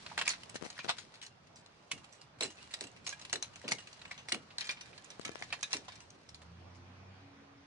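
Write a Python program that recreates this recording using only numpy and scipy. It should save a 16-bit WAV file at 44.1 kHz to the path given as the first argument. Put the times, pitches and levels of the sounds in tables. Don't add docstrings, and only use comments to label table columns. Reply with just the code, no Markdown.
import sys
import numpy as np
from scipy import signal
from scipy.io import wavfile
from scipy.ndimage import uniform_filter1d

SR = 44100
rng = np.random.default_rng(int(sys.argv[2]) if len(sys.argv) > 2 else 0)


def to_linear_factor(level_db):
    exponent = np.asarray(level_db, float) / 20
    return 10 ** exponent


def digitize_waveform(pressure):
    field = np.atleast_2d(pressure).T
    bounded = np.clip(field, -1, 1)
    quanta = np.round(bounded * 32767).astype(np.int16)
    wavfile.write(sys.argv[1], SR, quanta)


N = 337801
HZ = np.fft.rfftfreq(4096, 1 / SR)
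LEFT_LAG = 14
RISE_S = 0.003
LEAD_IN_S = 0.006

# start in seconds, level in dB, left minus right in dB.
SHARD_FALL = [(0.0, -54.5, -0.5), (0.51, -61, 0), (0.62, -63.5, 1), (0.81, -56, 1.5), (1.36, -75.5, 2),
              (2.15, -66, -2.5), (2.4, -85, -1.5), (2.6, -59.5, -1), (3.07, -69, 0), (3.24, -60.5, 1),
              (3.41, -66.5, 2.5), (3.71, -59, 0), (4.05, -63, 0), (4.59, -68, 1.5), (4.78, -62.5, -1),
              (5.08, -63.5, -2), (5.74, -58.5, 0), (6.06, -67.5, 0.5)]
# frequency in Hz, level in dB.
ICE_TONE = [(300, -7.5), (900, -1), (2300, 5.5), (3300, 3.5), (4200, 5.5), (7000, -2), (10300, -13),
            (11000, -23)]


def evened(x):
    return x / np.sqrt(np.mean(np.square(x)) + 1e-20)


def read(points, hz):
    f, value = np.transpose(points)
    return np.interp(np.log(hz + 1), np.log(f + 1), value)


def curves(rows):
    s, *columns = np.transpose(rows)
    return [np.interp(np.arange(N) / SR, s, c) for c in columns]


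def add(mix, s, sound):
    part = mix[:, max(round(s * SR), 0):][:, :sound.shape[1]]
    part += sound[:, :part.shape[1]]


def colour(x, db):
    both_sides_db = np.r_[db, db[-2:0:-1]]
    log_gain = np.log(to_linear_factor(np.maximum(both_sides_db, -100)))
    taps = np.fft.ifft(np.exp(np.conj(signal.hilbert(log_gain)))).real[:1024]
    return signal.oaconvolve(x, taps[None], axes=1)[:, :x.shape[1]]


def resonate(x, hz, t60):
    r = to_linear_factor(-60 / (t60 * SR))
    turn = 2 * np.pi * hz / SR
    return signal.lfilter([0, np.sin(turn)], [1, -2 * r * np.cos(turn), r * r], x)


def wash():
    # frequency in Hz, level in dB per Hz.
    wash_tone = [(15, -45), (43, -3), (131, -3.5), (344, -11), (759, -9.5), (5970, -26), (7510, -39.5),
                 (11000, -48)]
    # frequency in Hz, left-right likeness from -1 to 1.
    likeness = [(60, 0.85), (170, 0.97), (490, 0.23), (1390, 0.039), (3960, -0.14), (11300, -0.73)]
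    # time in seconds, level in dB.
    swell = [
        (0, 1),
        (1.4, -5),
        (2.2, -3.5),
        (4, -2),
        (6, -2.5),
        (6.2, -5),
        (6.7, -1),
        (7.66, -3),
    ]
    frames, hz = N // 256 + 5, np.fft.rfftfreq(1024, 1 / SR)
    a, b, c, d, patches = rng.standard_normal((frames, 513, 5)).T
    patches = evened(uniform_filter1d(uniform_filter1d(patches, 12, 0), 14, 1))
    same = np.clip(read(likeness, hz), -1, 1)[:, None]
    left = a + 1j * b
    right = same * left + np.sqrt(1 - same ** 2) * (c + 1j * d)
    z = np.array([left, right]) * to_linear_factor(read(wash_tone, hz)[:, None] + 1.64 * patches)
    noise = signal.istft(z, nperseg=1024, noverlap=768)[1][:, :N]
    return to_linear_factor(-57 + curves(swell)[0]) * evened(noise)


def skitter():
    after_last = np.maximum(np.arange(N) / SR - SHARD_FALL[-1][0], 0)
    level_db = curves(SHARD_FALL)[0] - 17.5 * after_last
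    clumps = to_linear_factor(2.04 * evened(uniform_filter1d(rng.standard_normal(N), 600)))
    hits = rng.random(N) < 400 / SR
    size = to_linear_factor(10.0 * np.minimum(rng.exponential(1, N), 2)) * hits
    pitches = np.geomspace(1955, 7500, num=20)
    which = rng.integers(0, len(pitches), N)
    chimes = sum(resonate(size * (which == k), hz, 0.05) for k, hz in enumerate(pitches))
    chimes = np.array([np.roll(chimes, LEFT_LAG), chimes])
    dust = colour(rng.standard_normal((2, N)), read(ICE_TONE, HZ))
    crumbs = to_linear_factor(3 * rng.standard_normal(N)) * (rng.random(N) < 40 / SR)
    dust = dust * (1 + 1.5 * signal.lfilter([1], [1, -0.98], crumbs))
    return to_linear_factor(level_db) * clumps * (0.21 * evened(chimes) + 0.81 * evened(dust))


def swarm(hz, crumble, t):
    noise, luck = rng.standard_normal((3, len(t))), rng.random((9, 3))
    cracks = to_linear_factor(2.35 * np.minimum(rng.exponential(1, len(t)), 2.5))
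    cracks = cracks * (rng.random(len(t)) < 1400 / SR)
    cracks[40 + round(LEAD_IN_S * SR)] = 3.7
    lead_in = to_linear_factor(-22) * np.minimum(t / LEAD_IN_S, 1) ** 2
    t = np.maximum(t - LEAD_IN_S, 0)
    fade = np.clip(t / RISE_S, lead_in, 1) * np.exp(-(t / max(crumble, 0.002)) ** 0.94)
    puffs = signal.lfilter([1], [1, -0.97], cracks) + 1.15
    splinters = (0.39 * noise[0] + 0.81 * noise[1:]) * puffs * fade
    strikes = cracks * fade * np.sign(noise[0])
    ring_s = 0.007
    early = strikes * np.exp(-t / 0.006)
    partials = resonate(early, hz, ring_s) * (0.29 + 0.091 * luck[0, :2, None])
    for left, right, pitch in luck[1:]:
        own = strikes * (rng.random(len(t)) < 0.25)
        partials += 0.22 * resonate(own, 1800 * 4.5 ** pitch, ring_s) * [[left], [right]]
    both = np.array([splinters, partials])
    lag = int(LEFT_LAG * (0.2 + 0.5 * luck[0, 2]))
    both[:, 0] = np.roll(both[:, 0], lag, axis=1)
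    return both * np.sqrt(np.mean(fade ** 2) / np.mean(both ** 2, axis=(1, 2), keepdims=True))


def bars(blows):
    # frequency in Hz, level in dB, time to fade by 60 dB in seconds.
    iced_bar = [(2830, -37, 0.13), (2620, -44, .08), (7860, -38, 0.05), (3960, -38, 0.046),
                (6200, -44, 0.075)]
    # frequency in Hz, level in dB, time to fade by 60 dB in seconds.
    corner_rails = [(1720, -39, .13), (2392, -37, .12), (3140, -38, .1), (3702, -39, .1)]
    t = np.arange(N) / SR
    shaken = 0.0035 * np.tanh(blows / 0.0045)
    near_bar = np.interp(t, [0, 1.2, 1.9, 4.2, 4.6], [0.052, 0.07, 0.41, 1.0, 0.19])
    at_corner = abs(t - 5.3) < 0.69
    ringing = sum(to_linear_factor(db) * resonate(shaken * near_bar, hz, t60) for hz, db, t60 in iced_bar)
    return ringing + sum(to_linear_factor(db) * resonate(shaken * at_corner, hz, t60) for hz, db, t60 in corner_rails)


def breaks():
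    # start in seconds, peak in dB, ice ring in Hz, crumble time in seconds.
    snaps = [(0.2779, -14, 2440, 0.0044), (0.4325, -36.5, 3010, 0.0054), (0.5566, -29, 1820, 0.007),
             (0.9807, -37, 1580, 0.025), (1.139, -42.5, 1430, 0.0081), (1.152, -50, 4400, 0.021),
             (1.2148, -41.5, 3160, 0.018), (1.2241, -41.5, 3050, 0.028), (1.914, -21, 2600, 0.0068),
             (2.385, -54.5, 1520, 0.026), (2.4225, -27, 2710, 0.011), (2.4295, -27, 4000, 0.0056),
             (2.4405, -31, 2600, 0.0062), (2.4575, -37, 4030, 0.0054), (2.7069, -46.5, 2320, 0.039),
             (2.7381, -22, 3830, 0.0043), (2.808, -32.5, 3950, 0.014), (2.8387, -33, 2800, 0.0051),
             (2.9624, -48, 2660, 0.0098), (3.1926, -45, 6300, 0.014), (3.249, -32.5, 2730, 0.0057),
             (3.356, -23, 3980, 0.0037), (3.8711, -39.5, 2640, 0.0077), (4.3203, -16.5, 2120, 0.0056),
             (4.581, -33, 4200, 0.018), (4.5965, -40, 2400, 0.011), (4.6075, -29.5, 3970, 0.01),
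             (4.6425, -36, 5000, 0.0054), (4.6702, -37.5, 3900, 0.014), (4.809, -37, 4900, 0.0083),
             (4.856, -48.5, 2460, 0.012), (4.9774, -37.5, 4500, 0.0048), (5.2118, -38.5, 4900, 0.0048),
             (5.6279, -21.5, 6180, 0.0064), (5.9205, -44, 4740, 0.0091), (5.96, -48, 5840, 0.008),
             (6.0034, -45, 6200, 0.012), (6.3445, -44, 4420, 0.01)]
    knocks = [(0.6433, -41, 2700, 0.027), (0.701, -34, 4130, 0.0065), (1.4684, -54.5, 2030, 0.0095),
              (1.6597, -45, 4020, 0.0052), (1.9751, -48, 3100, 0.015), (2.0425, -42, 2930, 0.0054),
              (2.212, -46.5, 4800, 0.011), (2.4065, -24, 3880, 0.011), (2.5012, -44.5, 2990, 0.019),
              (3.1251, -36.5, 2400, 0.011), (3.2136, -39.5, 3940, 0.0094), (3.2957, -36.5, 4180, 0.0071),
              (3.3281, -18.5, 1910, 0.0063), (3.557, -36, 3100, 0.005), (3.679, -27.5, 2810, 0.011),
              (3.7177, -15.5, 2100, 0.0057), (3.783, -41, 3000, 0.018), (3.928, -45, 6100, 0.0091),
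              (3.9926, -49, 3940, .0071), (4.2841, -34, 1740, 0.018), (4.3438, -23, 2020, 0.0045),
              (5.2488, -28, 2180, 0.01), (5.706, -44, 6030, 0.023), (5.714, -42, 4200, 0.043),
              (5.7295, -24.5, 3530, 0.014), (6.416, -48.5, 1900, 0.013)]
    crunches = [(0.0625, -28.5, 4240, 0.0061), (0.0988, -40.5, 1580, 0.0074), (0.1156, -39, 1000, 0.0054),
                (0.1762, -21.5, 1670, 0.019), (0.212, -18.5, 3000, 0.0085), (0.3335, -32.5, 1570, 0.014),
                (0.7657, -45, 1780, 0.027), (0.845, -28, 1600, 0.0046), (0.8906, -17.5, 1220, 0.012),
                (2.5842, -46, 2530, .006), (2.611, -60, 2870, 0.036), (3.6413, -44, 3040, 0.026),
                (4.0152, -34.5, 3940, 0.0051), (4.051, -33.5, 2540, 0.0062), (4.1101, -31.5, 2220, 0.017),
                (4.177, -38.5, 6200, 0.017), (5.4222, -27.5, 2000, 0.0099), (5.526, -22, 2620, 0.011),
                (5.881, -34.5, 980, 0.0097)]
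    clinks = [
        (0.2633, -29, 2560, .015),
        (0.7882, -29.5, 1750, 0.015),
        (4.5042, -41.5, 2860, 0.011),
        (4.613, -33, 2470, 0.016),
        (4.6905, -25, 4400, 0.018),
        (4.7686, -45, 2530, 0.026),
        (4.929, -46.5, 2580, 0.011),
        (5.5024, -41, 3880, 0.024),
        (5.9203, -47, 1760, 0.015),
    ]
    glaze = [(0.494, -38, 2900, 0.005), (0.5438, -45.5, 2920, 0.012), (1.2633, -42.5, 4140, 0.0064),
             (1.5567, -54, 5900, 0.032), (2.1241, -54, 5900, 0.022), (2.555, -54, 7100, .004),
             (2.68, -58, 7500, 0.0036), (2.8685, -44, 7800, 0.0063), (3.043, -55.5, 1830, 0.046),
             (3.0648, -30.5, 2420, 0.0089), (3.4245, -28.5, 6160, 0.0064), (3.5965, -54, 4310, .003),
             (3.615, -44, 1850, 0.004), (5.044, -51, 6200, 0.0064), (5.1024, -42.5, 5800, 0.0077),
             (5.3144, -44, 2580, 0.0047), (5.3905, -47, 6100, 0.0049), (5.406, -48, 6000, .003),
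             (5.44, -45, 6940, 0.0036), (5.609, -42, 6500, 0.0039), (5.882, -51, 6100, .006),
             (5.9545, -45, 5460, 0.0034), (6.102, -45, 6200, 0.0042), (6.2891, -45.5, 5500, 0.0079)]
    resnaps = [(0.2524, -36, 2350, 0.023), (0.2896, -25, 6640, 0.0077), (0.2995, -25, 4500, 0.013),
               (2.4485, -35, 2600, 0.017), (2.7881, -46, 2580, 0.0066), (3.0745, -28.5, 3930, 0.0064),
               (3.091, -33.5, 6400, 0.015), (3.5354, -51, 3030, 0.0099), (3.7084, -33, 2400, 0.012),
               (4.078, -52, 3040, 0.009), (4.6515, -38.5, 2270, 0.0089), (4.7067, -32, 2510, .008),
               (4.7117, -34, 5900, 0.008), (5.7664, -27.5, 5960, 0.0044), (6.748, -56.5, 2320, 0.016)]
    recrunches = [(0.1842, -25, 1880, 0.0045), (0.1904, -19.5, 880, 0.0065), (0.2204, -25, 840, 0.0039),
                  (0.8834, -24, 4470, 0.0088), (0.8974, -17, 1170, 0.0076), (3.444, -32, 2950, 0.0037),
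                  (5.2778, -35, 2120, 0.0071), (5.3487, -47.5, 1600, 0.076)]
    # the breaks, brittle top in dB, hollow body in dB.
    kinds = [(snaps, -11, -42), (knocks, -10.5, -2.5), (crunches, -20.5, -1.5), (clinks, -25, -60.5),
             (glaze, -6, 1), (resnaps, -10, -15), (recrunches, -26.5, -0.064)]
    body, top, hollow = np.zeros((3, 2, N))
    t = np.arange(3000) / SR
    for rows, top_db, hollow_db in kinds:
        for s, db, hz, crumble in rows:
            splinters, partials = swarm(hz, crumble, t)
            s -= LEAD_IN_S
            add(body, s, to_linear_factor(db - 7.5) * (splinters + 0.52 * partials))
            add(top, s, to_linear_factor(db + top_db + 9.5) * (splinters + 0.96 * partials))
            add(hollow, s, to_linear_factor(db + hollow_db + 0.5) * (0.5 * splinters + 0.5 * splinters[::-1]))
    crack_db = read(ICE_TONE, HZ)
    low_half = -20 * np.log10(1 + (HZ / 6000) ** 4)
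    high_half = -20 * np.log10(1 + (5000 / (HZ + 1)) ** 4)
    hollow_band = -20 * np.log10(1 + (HZ / 1400) ** 4) - 20 * np.log10(1 + (600 / (HZ + 1)) ** 3)
    ice = colour(body, crack_db + low_half) + colour(top, crack_db + high_half)
    return ice + colour(hollow, hollow_band) + bars(body + top)


def chips():
    # start in seconds, peak in dB, centre in Hz.
    sharp_chips = [(0.0646, -44, 2760), (0.144, -50, 1580), (0.177, -24, 2000), (0.2217, -24, 1690),
                   (0.3065, -26, 5700), (0.2778, -14, 2380), (0.292, -17, 6550), (0.4354, -35.5, 3000),
                   (0.4976, -37, 8300), (0.702, -38, 6400), (0.7453, -50, 2200), (0.7797, -32.5, 1820),
                   (0.892, -40, 3750), (0.902, -38, 2040), (0.9821, -43, 4130), (1.265, -37, 6340),
                   (1.9169, -19, 2300), (2.429, -29.5, 2230), (2.7388, -33, 7800), (2.809, -28, 8000),
                   (2.8158, -32, 6460), (2.8396, -34, 5500), (2.9165, -45, 6700), (2.9734, -51, 2110),
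                   (3.0734, -25.5, 6130), (3.093, -26.5, 6500), (3.129, -47, 1810), (3.3293, -19, 6680),
                   (3.3565, -28, 1810), (3.3618, -30, 4000), (3.4278, -26, 4010), (3.4455, -33, 2950),
                   (3.5979, -46, 5680), (3.6164, -46, 1980), (3.6793, -28, 2620), (3.715, -24, 6760),
                  (3.7194, -22, 2170), (4.2864, -31, 2230), (4.3204, -19.5, 2080), (4.324, -14.5, 4170),
                  (4.3463, -22.5, 2300), (4.583, -21, 4300), (4.608, -23.5, 5450), (4.6707, -36, 7400),
                  (4.6955, -26, 2290), (4.6985, -38, 2260), (4.8106, -35, 5600), (5.045, -36.5, 6800),
                  (5.05, -42, 7100), (5.107, -47, 5810), (5.25, -53, 2270), (5.2797, -34, 6500),
                  (5.3337, -45, 6070), (5.3505, -39, 5700), (5.4065, -43, 7000), (5.5257, -21, 2590),
                  (5.5923, -44, 1700), (5.6304, -38, 6000), (5.7302, -14, 5670), (5.7681, -44, 5380),
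                  (5.886, -42, 6100), (5.926, -59, 1800), (6.346, -32, 4340)]
    out, t = np.zeros((2, N)), np.arange(500) / SR
    for s, db, hz in sharp_chips:
        spray = 0.27 * np.diff(rng.standard_normal((2, len(t))), prepend=0)
        u = t * np.sqrt(hz * 2500) / 1.38
        tick = (np.sin(2 * np.pi * hz * t) + spray) * u * np.exp(1 - u)
        tick[0] = np.roll(tick[0], LEFT_LAG // 3)
        add(out, s - 0.0004, to_linear_factor(db - 5) * tick)
    return out


def thuds():
    # start in seconds, peak in dB, centre in Hz, length in seconds.
    thumps = [(0.113, -37.5, 905, 0.0081), (0.899, -35, 910, 0.0079), (1.582, -52, 120, 0.016),
              (1.928, -45, 118, 0.06), (2.411, -33.5, 420, 0.021), (2.439, -37, 323, 0.024),
              (2.814, -39.5, 364, 0.011), (2.841, -44, 290, 0.018), (3.073, -52.5, 537, 0.032),
              (3.33, -36.5, 435, 0.017), (3.359, -46, 343, 0.03), (3.639, -38, 536, 0.011),
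              (3.649, -39, 286, 0.04), (3.686, -42, 454, 0.041), (3.714, -40, 204, 0.034),
              (4.325, -36.5, 312, 0.028), (4.349, -40, 205, 0.027), (5.258, -43.5, 288, 0.044),
              (5.88, -41, 965, 0.0094), (5.742, -39.5, 335, 0.034)]
    out, t = np.zeros((2, N)), np.arange(5000) / SR
    for s, db, hz, length in thumps:
        envelope = np.minimum(t / 0.0025, 1) * np.exp(-t / max(length, 0.004))
        push = rng.standard_normal((3, len(t))) * envelope
        rattle = resonate(push[0] + 0.57 * push[1:], hz, 0.017)
        rattle = resonate(rattle, hz * 1.93, 0.0009)
        rattle = np.diff(rattle, prepend=0)
        add(out, s, to_linear_factor(db) * rattle / abs(rattle).max())
    return out


def rings():
    # start in seconds, peak in dB, frequency in Hz, time to fade by 60 dB in seconds.
    ringing_pieces = [(0.2784, -30, 2400, 0.026), (.494, -55, 7850, 0.064), (0.799, -47, 2424, 0.15),
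                      (1.226, -47, 2910, .09), (1.224, -58, 8100, 0.099), (1.3, -68, 2813, 0.23),
                      (1.93, -63, 2800, .6), (2.043, -63, 7700, 0.071), (2.18, -69, 2840, 0.34),
                      (2.43, -36, 7940, 0.056), (2.43, -31, 4030, 0.059), (2.46, -56, 2830, 0.3),
                      (2.583, -43, 2570, 0.041), (2.6, -65.5, 2820, 0.93), (2.738, -46, 7895, 0.051),
                      (2.742, -36, 3950, 0.03), (2.868, -48, 2813, 0.064), (3.126, -44, 1660, 0.066),
                      (3.126, -49, 2383, .1), (3.128, -58, 3200, .09), (3.214, -60, 5368, 0.12),
                      (3.214, -70, 3129, 0.18), (3.213, -61, 3970, 0.11), (3.329, -38, 7840, 0.061),
                      (3.328, -41.5, 2910, 0.12), (3.429, -32, 4010, 0.04), (2.809, -50, 7840, .05),
                      (3.784, -48, 2860, 0.13), (4.178, -53, 6150, 0.11), (4.321, -38, 2836, 0.13),
                      (4.587, -45, 3890, 0.11), (4.607, -54, 2420, 0.11), (4.613, -54, 3140, 0.18),
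                      (4.694, -36.5, 2400, 0.11), (4.7, -62, 3100, .11), (4.712, -53, 3710, .09),
                      (4.81, -49, 5820, 0.063), (4.812, -55, 3690, .11), (5.252, -51, 1300, 0.17),
                      (5.629, -43, 6120, .05), (5.631, -46.5, 1706, 0.11), (5.632, -31.5, 2460, 0.049),
                      (5.634, -38, 3640, 0.059), (5.634, -42, 3900, .11), (5.733, -40.5, 4160, 0.074),
                      (5.735, -39.5, 2720, 0.093), (5.881, -56, 1710, 0.14), (5.886, -59, 3690, 0.2),
                      (5.922, -60, 1723, 0.11)]
    out, t = np.zeros((2, N)), np.arange(9000) / SR
    for s, db, hz, t60 in ringing_pieces:
        turn, split = rng.random((2, 2, 1))
        second_hz = hz * (1 + 0.038 * (split[0] - 0.5))
        pair = np.sin(2 * np.pi * (hz * t + turn)) + 1.2 * np.sin(2 * np.pi * second_hz * t)
        add(out, s, to_linear_factor(db - 60 * t / t60) * np.minimum(t / RISE_S, 1) * pair)
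    return out * (0.9 + 0.3 * evened(uniform_filter1d(rng.standard_normal(N), size=120)))


def grille(x):
    t = np.arange(5000) / SR
    taps = rng.choice([-1., 1.], (2, len(t))) * (rng.random((2, len(t))) < 0.1)
    taps = taps * to_linear_factor(-60 * t / 0.15) * (t > 0.001)
    return signal.oaconvolve(x, taps / np.linalg.norm(taps[0]), axes=1)[:, :N]


def pops():
    # start in seconds, peak in dB.
    port_hits = [(0.544, -39), (0.556, -29.5), (0.6123, -38), (0.6207, -37), (0.6248, -27.5), (0.6364, -34),
                 (0.643, -36), (0.648, -44), (0.6522, -31), (0.6605, -35), (0.6643, -33.5), (0.8455, -31),
                 (0.8535, -41), (0.8564, -34.5), (0.865, -36), (0.8804, -34), (5.1958, -29.5),
                 (5.2733, -39), (5.4147, -37.5), (5.2929, -29.5), (5.3564, -28.5)]
    out, t = np.zeros((2, N)), np.arange(400) / SR - 0.0004
    for s, db in port_hits:
        back = 0.00075 * rng.uniform(0.49, 1.74)
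        swing = np.exp(-(t / 0.00015) ** 2) - 0.63 * np.exp(-((t - back) / 0.00033) ** 2)
        swing += 0.16 * np.exp(-((t - 4.1 * back) / 0.00034) ** 2)
        shake = rng.standard_normal(len(t)) * np.exp(-(t / 0.0028) ** 2)
        swing += 0.032 * resonate(shake, 3150, 0.0093) / 4
        swing += 0.35 * rng.standard_normal(len(t)) * np.exp(-(t / 0.00044) ** 2)
        add(out, s - 0.0002, to_linear_factor(db + 5.5) * swing * [[1], [0]])
    return out


def hum(rows, orders):
    hz, level_db = curves(rows)
    t, out = np.arange(N) / SR, 0
    for multiple, db in orders:
        waver = evened(uniform_filter1d(uniform_filter1d(rng.standard_normal(N), 2500), 2500))
        tone = np.sin(2 * np.pi * multiple * np.cumsum(hz) / SR)
        out = out + to_linear_factor(db + 5.0 + 1.1 * multiple * waver) * tone
    to_edge = np.minimum(t - rows[0][0], rows[-1][0] + 0.13 - t)
    return to_linear_factor(level_db) * out * np.clip(to_edge / 0.023, 0, 1)


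def engine():
    # time in seconds, firing rate in Hz, level in dB.
    firing = [
        (6.25, 80.4, -66.5),
        (6.46, 79.1, -62),
        (6.54, 86.1, -58),
        (6.7, 90, -60.5),
        (7.22, 96.2, -62),
        (7.32, 98, -72),
    ]
    # multiple of the firing rate, level in dB.
    firing_orders = [(1, 1), (1.37, -9), (2, -10.5), (2.8, -15), (3.8, -17.5)]
    # time in seconds, frequency in Hz, level in dB.
    exhaust = [
        (6.4, 163.3, -70),
        (6.512, 170, -60.5),
        (6.62, 172, -80),
    ]
    # time in seconds, frequency in Hz, level in dB.
    gear_drone = [
        (7.12, 260, -95),
        (7.234, 283.6, -64.5),
        (7.66, 286, -68),
    ]
    return hum(firing, firing_orders) + hum(gear_drone, [(0.98, 0.014)]) + hum(exhaust, [(1, 0.0054)])


def tyres():
    hiss = evened(resonate(rng.standard_normal((2, N)), 2400, 0.0061))
    from_peak = abs(np.arange(N) / SR - 7.15)
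    return to_linear_factor(-69.5 - 17.5 * from_peak) * hiss


def scene():
    ice = skitter() + breaks() + chips() + rings()
    ice = ice + to_linear_factor(-10.5) * grille(ice)
    pan_db = curves(SHARD_FALL)[1]
    ice = ice * to_linear_factor([pan_db / 2, -pan_db / 2])
    return wash() + ice + thuds() + pops() + engine() + tyres()


def roll_off(x):
    return signal.sosfilt(signal.butter(12, 11890, fs=SR, output="sos"), x)


def record(dry):
    # frequency in Hz, left minus right in dB.
    port_lean = [(60, -2.5), (130, -0.5), (270, 1), (570, -2.5), (1200, -6.5), (2530, 1), (5340, 2),
                 (11300, -15)]
    lean_db = read(port_lean, HZ) / 2
    bass_cut_db = np.maximum(-20 * np.log10(1 + (70 / (HZ + 1)) ** 9), -14)
    cut_db = bass_cut_db - 20 * np.log10(1 + (HZ / 10560) ** 50)
    left = colour(dry[:1], cut_db + lean_db)
    right = colour(dry[1:], cut_db - lean_db)
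    return roll_off(np.r_[left, right])


dry = scene()
out = record(dry)
digitize_waveform(out)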